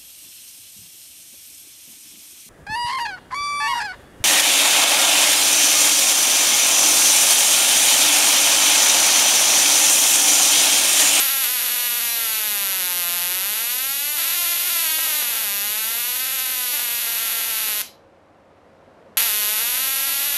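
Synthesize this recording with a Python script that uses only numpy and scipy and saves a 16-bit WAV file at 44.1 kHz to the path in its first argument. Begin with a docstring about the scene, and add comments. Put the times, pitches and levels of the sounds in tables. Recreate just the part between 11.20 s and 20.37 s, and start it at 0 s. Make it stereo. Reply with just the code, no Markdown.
"""A small high-voltage generator sparks across two wires beside a candle flame, about 170-350 times a second.
The drifting flame changes the voltage a spark needs, so the buzz glides; it rasps when the sparks hop between a
long and a short path. Each crack bounces off the bench and nearby things into a small room where a fan hums.
The arc stops for a moment, two soft thumps sound, and the arc strikes again."""
import sys
import numpy as np
from scipy import signal
from scipy.fft import rfft, irfft, next_fast_len
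from scipy.io import wavfile
from scipy.ndimage import uniform_filter1d

SR = 44100
rng = np.random.default_rng(int(sys.argv[2]) if len(sys.argv) > 2 else 0)


def bounce(signal):
    """Save signal as a 16-bit WAV file at the path given by the first command-line argument."""
    frames = np.transpose(np.atleast_2d(signal))
    limited = np.clip(frames, -1, 1)
    pcm = np.round(limited * 32767).astype(np.int16)
    wavfile.write(sys.argv[1], SR, pcm)


N = 404397
TIME = np.arange(N) / SR
# one crack and its echoes are built on these shorter time and frequency axes
ECHO_SIZE = 32768
ECHO_TIME, ECHO_HZ = TIME[:ECHO_SIZE], np.arange(ECHO_SIZE // 2 + 1) * SR / ECHO_SIZE


def gain(db):
    """Turn decibels into a multiplier."""
    return 10 ** (np.asarray(db) / 20)


def die_away(age, fade_s):
    """A fade that falls by 60 dB in fade_s seconds."""
    return np.exp(-np.log(1000) * age / fade_s)


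def wander(per_s):
    """A random curve of size about 1 that turns per_s times a second."""
    knots = rng.standard_normal(int(N / SR * per_s) + 2)
    return np.interp(TIME * per_s, np.arange(len(knots)), knots)


def over_hz(points, size):
    """Join (Hz, value) points into a curve over the spectrum of size samples."""
    hz, value = np.transpose(points)
    return np.interp(np.log(np.arange(size // 2 + 1) * SR / size + 1), np.log(hz), value)


# When the generator is on. Each row: start in seconds, end in seconds.
ON_TIMES = [(0.001, 6.618), (7.9717, 9.2)]
def after_strike(decay_s):
    """Jumps by 1 each time the arc strikes, then dies away."""
    return sum((TIME + 1 / SR >= start) * np.exp(-np.abs(TIME - start) / decay_s) for start, _ in ON_TIMES)


# Spells when the flame disturbs the gap. Each row: start in seconds, end in seconds,
# share of sparks on the short path from 0 to 1, added jitter as a share of the wait between sparks.
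RESTLESS_SPELLS = [(0, .198, .12, .005), (.214, .24, .65, .015), (.277, .5, .01, .012),
                   (.54, .84, .02, .009), (.93, 1.02, 0, .004), (1.12, 1.17, 0, .004),
                   (1.42, 1.58, 0, .008), (1.67, 1.78, 0, .005), (1.94, 2.03, 0, .01), (2.2, 2.37, 0, .007),
                   (2.72, 2.88, 0, .004), (2.959, 3.15, .8, .019), (3.15, 3.35, .9, .018),
                   (3.35, 3.43, .55, .018), (3.44, 3.77, .97, .013), (3.775, 4.0, .92, .01),
                   (4.02, 4.1, .45, .015), (4.11, 4.24, .15, .014), (4.62, 4.82, 0, .004),
                   (4.885, 4.96, .02, .014), (5.02, 5.2, .03, .012), (5.235, 5.44, .03, .011),
                   (5.52, 5.55, .5, .015), (5.57, 5.71, .04, .017), (5.77, 6.24, .08, .015),
                   (6.25, 6.49, .07, .014), (6.5, 6.62, 0, .009), (7.96, 8.01, .49, .025),
                   (8.04, 8.48, 0, .005), (8.5, 8.78, .14, .012), (8.79, 9.2, .25, .011)]
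def restless_flame(attack_s=.02, release_s=.035):
    """The flame pushes sparks onto the short path and makes their timing uneven."""
    short_share, jitter = np.zeros((2, N))
    for start, end, share, added_jitter in RESTLESS_SPELLS:
        spell = np.interp(TIME, [start, start + attack_s, end, end + release_s], [0, 1, 1, 0])
        short_share = np.maximum(short_share, share * spell)
        jitter = np.maximum(jitter, added_jitter * spell)
    return short_share, jitter


# Brief spits in the buzz. Each row: time in seconds, extra level in dB, extra bass in dB.
SPIT_TIMES = [(.03, 2, 3), (.242, 2, 0), (3.435, 1, 4), (3.564, .5, 6), (3.788, .5, 11), (3.866, 0, 8),
              (4.024, 0, 11), (4.957, .5, 3), (5.19, 1.5, 3), (5.259, 1.5, 0), (5.536, .5, 4),
              (5.597, 1.5, 4), (5.871, 1, 6), (6.21, 1, 2), (6.488, 1, 3), (6.61, 1, 0), (8.891, 1, 0)]
def spits(ramp_s=.003):
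    """A spark or two crack harder: gives the spit's strength from 0 to 1, its extra level and bass."""
    return sum(np.outer([1, db, bass_db], np.clip(2 - np.abs(TIME - at) / ramp_s, 0, 1))
               for at, db, bass_db in SPIT_TIMES)


# The buzz glides as the flame drifts. Each row: time in seconds, sparks a second on the long path.
SPARK_RATE = [(0, 273), (.21, 270), (.265, 237), (.32, 256), (.42, 236), (.5, 243), (.62, 243), (.95, 233),
              (1.3, 208), (1.62, 182), (1.85, 173), (2.05, 175), (2.2, 188), (2.42, 231), (2.68, 272),
              (2.95, 301), (3.03, 271), (3.22, 290), (3.41, 283), (3.46, 294), (3.53, 287), (3.58, 273),
              (3.73, 260), (3.79, 268), (3.9, 258), (4.03, 245), (4.29, 201), (4.4, 202), (4.61, 219),
              (5.02, 259), (5.2, 262), (5.55, 242), (5.9, 231), (6.26, 227), (6.62, 208), (7.97, 250),
              (8.1, 212), (8.26, 208), (8.38, 219), (8.58, 263), (8.78, 268), (9.1, 286)]
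def spark_gap(drift_s=.035, middle_hz=243.5):
    """The flame and the time since striking set how fast, loud, uneven and deep the sparks are."""
    rate_hz = uniform_filter1d(np.interp(TIME, *np.transpose(SPARK_RATE)), int(drift_s * SR), mode="nearest")
    octaves = np.log2(rate_hz / middle_hz)
    short_share, flame_jitter = restless_flame()
    spit, spit_db, spit_bass_db = spits()
    # the buzz starts louder and rougher each time it strikes, then settles
    surge, just_struck = after_strike(decay_s=.036), after_strike(decay_s=1.0)
    jitter = .0036 + flame_jitter + .002 * just_struck + .03 * surge
    # faster sparks store less charge, so they are softer and thinner; hopping ones crack harder
    level_db = -.69 - 3.5 * octaves + 2.5 * short_share + 3 * just_struck + 4.5 * surge + spit_db
    bass_db = -8.5 * octaves - .5 * just_struck + spit_bass_db
    # a spit tends to throw the spark onto the other path
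    short_share = short_share + .7 * spit * (1 - 2 * short_share)
    return rate_hz, level_db, jitter, short_share, bass_db


def sparks(rate_hz, level_db, jitter, short_share, short_speedup=1.21, stay_chance=.25):
    """One click each time the capacitor charges enough to jump the gap; the short path fires sooner."""
    scatter, dice = rng.standard_normal((4000, 2)), rng.random((4000, 2))
    # the flickering flame unsettles the timing in fits and pulls the rate about
    unrest = jitter * np.exp(.55 * wander(45))
    pull = .737 * wander(70)
    clicks, taps, k = np.zeros(N + 32), np.arange(-8, 9), 0
    for t, end in ON_TIMES:
        short, charge = False, 1
        while t < min(end, N / SR):
            now = int(t * SR)
            db = level_db[now] + (.37 + 12 * jitter[now]) * scatter[k, 0]
            click = np.sinc(now + taps - t * SR) * np.hanning(len(taps))  # can fall between samples
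            # a longer wait stores more charge and cracks louder
            clicks[now + taps] += gain(db) * charge ** .45 * click
            # a spark may stay in the hot channel of the one before
            if dice[k, 0] > stay_chance:
                short = dice[k, 1] < short_share[now]
            charge = np.exp(unrest[now] * (scatter[k, 1] + pull[now]))
            t += charge / rate_hz[now] / (short_speedup if short else 1)
            k += 1
    return clicks[:N]


def spark_tone(clicks, bass_db, short_share, short_top_db=-2):
    """The bass changes from spark to spark, and the short path sounds a little duller."""
    def band_change(db, hz, kind):
        band = signal.butter(1, hz, kind, fs=SR, output="sos")
        return signal.sosfilt(band, clicks * (gain(db) - 1) + 1e-18)
    bass = band_change(bass_db, [210, 840], "bandpass")
    top = band_change(short_top_db * short_share, 11500, "highpass")
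    return clicks + bass + top


def sharpest_click(gains):
    """The spectrum of the most sudden click with these gains (minimum phase)."""
    cepstrum = irfft(np.log(gains))
    half = len(cepstrum) // 2
    cepstrum[1:half] *= 2
    cepstrum[half + 1:] = 0
    return np.exp(rfft(cepstrum))


# The tone of one spark. Each row: frequency in Hz, relative level in dB.
CRACK_TONE = [(20, -41.5), (80, -23), (220, -27), (500, -20), (1000, -13), (1700, -9), (3000, -3),
              (4200, -4.5), (5600, -6), (9000, -9.5), (10500, -5.5), (11700, 1.5), (12700, -3),
              (14000, -19.5), (15300, -35.5)]
# Peaks and dips that colour the crack on the left and right.
# Each row: centre in Hz, width in Hz, left change in dB, right change in dB.
PEAKS_AND_DIPS = [(850, 600, 3, -.5), (1130, 150, -7, -4.5), (1380, 330, 3.5, 1.5), (1720, 150, -2, 0),
                  (2500, 150, -3, 0), (2780, 260, -1.5, -2.5), (3130, 250, 0, 1.5), (3200, 1300, -3, 0),
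                  (3620, 180, -1.5, -2), (4080, 200, 2, 3.5), (4450, 400, 2.5, 0), (4950, 150, 3, 1),
                  (5170, 300, 3, 1), (5900, 200, 3, 0), (6650, 600, -2, 3), (7500, 600, -2, -5.5),
                  (8650, 500, -2, -3), (9850, 250, 6, -1), (12780, 260, 0, -6), (13080, 250, 2, 5),
                  (13520, 200, 0, -3), (14100, 800, 7, 5)]
def crack(boost_db=6):
    """The left and right spectrum of one spark's bright snap."""
    spark_db = over_hz(CRACK_TONE, ECHO_SIZE) + boost_db
    sides_db = sum(np.outer([left, right], np.exp(-(2 * (ECHO_HZ - hz) / width) ** 2))
                   for hz, width, left, right in PEAKS_AND_DIPS)
    return np.array([sharpest_click(gain(spark_db + db)) for db in sides_db])


# Echoes off the bench and the things around it.
# Each row: left delay in milliseconds, left level in dB, right delay in milliseconds, right level in dB.
BENCH_ECHOES = [(1.18, -9, 1.15, -12), (2.1, -14, 1.87, -16), (2.8, -17, 2.56, -18), (3.9, -9, 3.82, -12),
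                (5.1, -17, 5.02, -18), (6.17, -12, 6.05, -14), (6.9, -13, 6.89, -16), (9.0, -20, 8.92, -18),
                (13.3, -18, 13.1, -22), (16.03, -21, 15.95, -21), (18.6, -17, 19.1, -20)]
def near_paths(treble_hz=3500, opening_hz=5300, opening_width_hz=1300):
    """The straight path and the first echoes, as a stereo spectrum."""
    def path(ms, db):
        return gain(db) * np.exp(-2j * np.pi * ECHO_HZ * ms / 1000)
    treble = 1j * ECHO_HZ / (treble_hz + 1j * ECHO_HZ)  # small things throw back only short waves
    left = 1 + treble * sum(path(ms, db) for ms, db, _, _ in BENCH_ECHOES)
    right = gain(1.5) + treble * sum(path(ms, db) for _, _, ms, db in BENCH_ECHOES)
    # the right microphone catches a bounce from close by, and its opening rings, delaying the treble
    right += path(ms=.08, db=-8)
    lag = np.exp(-2j * np.arctan2(opening_width_hz * ECHO_HZ, opening_hz ** 2 - ECHO_HZ ** 2))
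    return np.array([left, right * lag])


# Notes of the bench, thin metal and circuit board.
# Each row: pitch in Hz, relative level in dB, seconds to fade by 60 dB.
RINGING_NOTES = [(204, -54, .4), (2170, -61, .25), (3045, -55.5, .34), (3630, -62, .27), (3905, -58.5, .4),
                 (3985, -58.5, .42), (4075, -60, .25), (4390, -59, .31), (4640, -59, .29)]
def ringing_parts(unrelated_hz=2000):
    """Parts ring faintly with each spark, high notes out of step left and right; a stereo spectrum."""
    turns = rng.random((len(RINGING_NOTES), 2, 1))
    ringing = 0
    for (hz, db, fade_s), turn in zip(RINGING_NOTES, turns):
        cycles = hz * ECHO_TIME + turn * min(hz / unrelated_hz, 1)
        ringing += gain(db) * die_away(ECHO_TIME, fade_s) * np.sin(2 * np.pi * cycles)
    return rfft(ringing)


# How alike left and right are. Each row: frequency in Hz, likeness from -1 (opposite) to 1 (the same).
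STEREO_LIKENESS = [(60, 1), (130, 0.83), (290, 0.44), (640, 0.39), (1410, 0.034), (3100, -0.39),
                   (6820, -0.56), (15000, -0.89)]
def surrounding_noise(size):
    """White noise arriving from all around, as a stereo spectrum."""
    alike = np.clip(over_hz(STEREO_LIKENESS, size), -.99, .99)
    mid, side = rfft(rng.standard_normal((2, size)))
    return mid * np.sqrt((1 + alike) / 2) + np.array([[1], [-1]]) * side * np.sqrt((1 - alike) / 2)


def clutter(delay_s=.0008, fade_s=.0087, level_db=-4, treble_hz=3000):
    """The candle cup and the parts on the board scatter each crack's treble; a stereo spectrum."""
    age = ECHO_TIME - delay_s
    fade = (age > 0) * die_away(np.abs(age), fade_s)
    burst = irfft(surrounding_noise(ECHO_SIZE)) * fade / np.linalg.norm(fade)
    treble = 1j * ECHO_HZ / (treble_hz + 1j * ECHO_HZ)
    return gain(level_db) * rfft(burst) * treble ** 2


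# The room's echo. Each row: band centre in Hz, seconds to fade by 60 dB, level in dB against the crack.
ROOM_BANDS = [(150, 0.89, 1), (492, 0.75, -3), (1400, 0.17, -3), (3800, 0.3, -3), (7700, 0.21, -1),
              (11450, 0.2, -1)]
def room_echo(build_s=.024):
    """Dense echoes build up and die away, each band at its own pace; a stereo spectrum."""
    noise, echo = surrounding_noise(ECHO_SIZE), 0
    for centre_hz, fade_s, db in ROOM_BANDS:
        band = over_hz([(hz, hz == centre_hz) for hz, _, _ in ROOM_BANDS], ECHO_SIZE)
        fade = (1 - np.exp(-ECHO_TIME / build_s)) * die_away(ECHO_TIME, fade_s)
        echo += gain(db) * irfft(noise * band) * fade / np.linalg.norm(fade)
    return rfft(echo)


def arc():
    """The buzz: every spark sends its crack along the near paths and out into the room."""
    snap, half = crack(), ECHO_SIZE // 2
    fade_out = np.minimum(1, np.linspace(2, 0, half))
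    def heard(clicks, paths):
        response = irfft(snap * paths)[:, :half] * fade_out
        return signal.oaconvolve(clicks[None], response, axes=1)[:, :N]
    rate_hz, level_db, jitter, short_share, bass_db = spark_gap()
    clicks = sparks(rate_hz, level_db, jitter, short_share)
    clicks = spark_tone(clicks, bass_db, short_share)
    # in a restless gap each spark takes a new channel, so the sound flickers between two sets of echoes
    sway = np.tanh(jitter / .016) * wander(170)
    scattered = sum(heard(clicks * lean, clutter() + room_echo()) for lean in (np.cos(sway), np.sin(sway)))
    return heard(clicks, near_paths() + ringing_parts()) + scattered


# The tone of the room's air. Each row: frequency in Hz, relative level in dB.
AIR_TONE = [(15, -66), (25, -24), (88, -13), (125, -13), (165, -11.5), (278, -10), (345, -10.5), (438, -9),
            (501, -6.5), (580, -8.5), (680, -7.5), (879, -12), (1150, -14), (7000, -36.5), (12500, -40.5),
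            (15000, -57)]
def room_air(level_db=-49):
    """A soft, low rush from all around."""
    size = next_fast_len(N)
    air = irfft(surrounding_noise(size) * gain(over_hz(AIR_TONE, size)), size)[:, :N]
    return air / air.std() * gain(level_db)


def wavering_tone(hz, db, waver_db=2.3, drift_hz=1.26):
    """A pure tone whose level and pitch wander a little."""
    level = np.sqrt(2) * gain(db + waver_db * wander(9.7))
    pitch_hz = hz + drift_hz * wander(9)
    return level * np.sin(2 * np.pi * np.cumsum(pitch_hz) / SR)


# The fan's hum. Each row: pitch in Hz, base level in dB.
FAN_HUM = [(91, -67.5), (230, -75), (296, -71), (324, -72), (479, -70), (630, -71)]
# The fan's strongest tone. Each row: time in seconds, pitch in Hz.
FAN_WHINE = [(6.7, 549), (7.3, 545), (7.6, 535), (8.0, 541)]
def fan(whine_db=-60.5):
    """A fan hums on several tones; the strongest sags a little in pitch."""
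    hum = sum(wavering_tone(hz, db) for hz, db in FAN_HUM)
    return hum + wavering_tone(np.interp(TIME, *np.transpose(FAN_WHINE)), whine_db)


# Faint tones in the room. Each row: start in seconds, end in seconds, pitch in Hz, base level in dB.
PASSING_TONES = [(6.3, 6.87, 325, -66), (7.0, 7.13, 296, -68), (7.4, 7.8, 272, -68)]
def passing_tones(fade_s=.06):
    """Low tones fade in, hold and fade out."""
    return sum(wavering_tone(hz, db) * np.interp(TIME, [start - fade_s, start, end, end + fade_s], [0, 1, 1, 0])
               for start, end, hz, db in PASSING_TONES)


# The background's slow swell. Each row: time in seconds, level change in dB.
BACKGROUND_SWELL = [(6.6, -.5), (7.05, -2.6), (7.8, 0.5), (8.6, 1.5)]
def background():
    """Air, fan and faint tones dip and swell together."""
    swell = gain(np.interp(TIME, *np.transpose(BACKGROUND_SWELL)))
    return (room_air() + fan() + passing_tones()) * swell


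# Soft thumps just before the arc restarts. # Each row: start in seconds, pitch in Hz, level in dB, seconds to
# fade by 60 dB.
SOFT_THUMPS = [(7.858, 540, -42, .16), (7.884, 215, -43, .14)]
def soft_thumps(push_s=.0028):
    """A soft thump rings briefly at a low pitch."""
    bumps = 0
    for start, hz, db, fade_s in SOFT_THUMPS:
        age = np.maximum(TIME - start, 0)
        envelope = (1 - np.exp(-age / push_s)) * die_away(age, fade_s)
        bumps += gain(db) * envelope * np.sin(2 * np.pi * hz * age)
    return bumps


def scene():
    """The arc over the quiet room, with two soft thumps in the pause."""
    return arc() + background() + soft_thumps()


def record(dry, top_hz=15400):
    """A steep filter cuts off the highest treble."""
    return signal.sosfilt(signal.ellip(8, .2, 70, top_hz, fs=SR, output="sos"), dry)


dry = scene()
out = record(dry)
bounce(out)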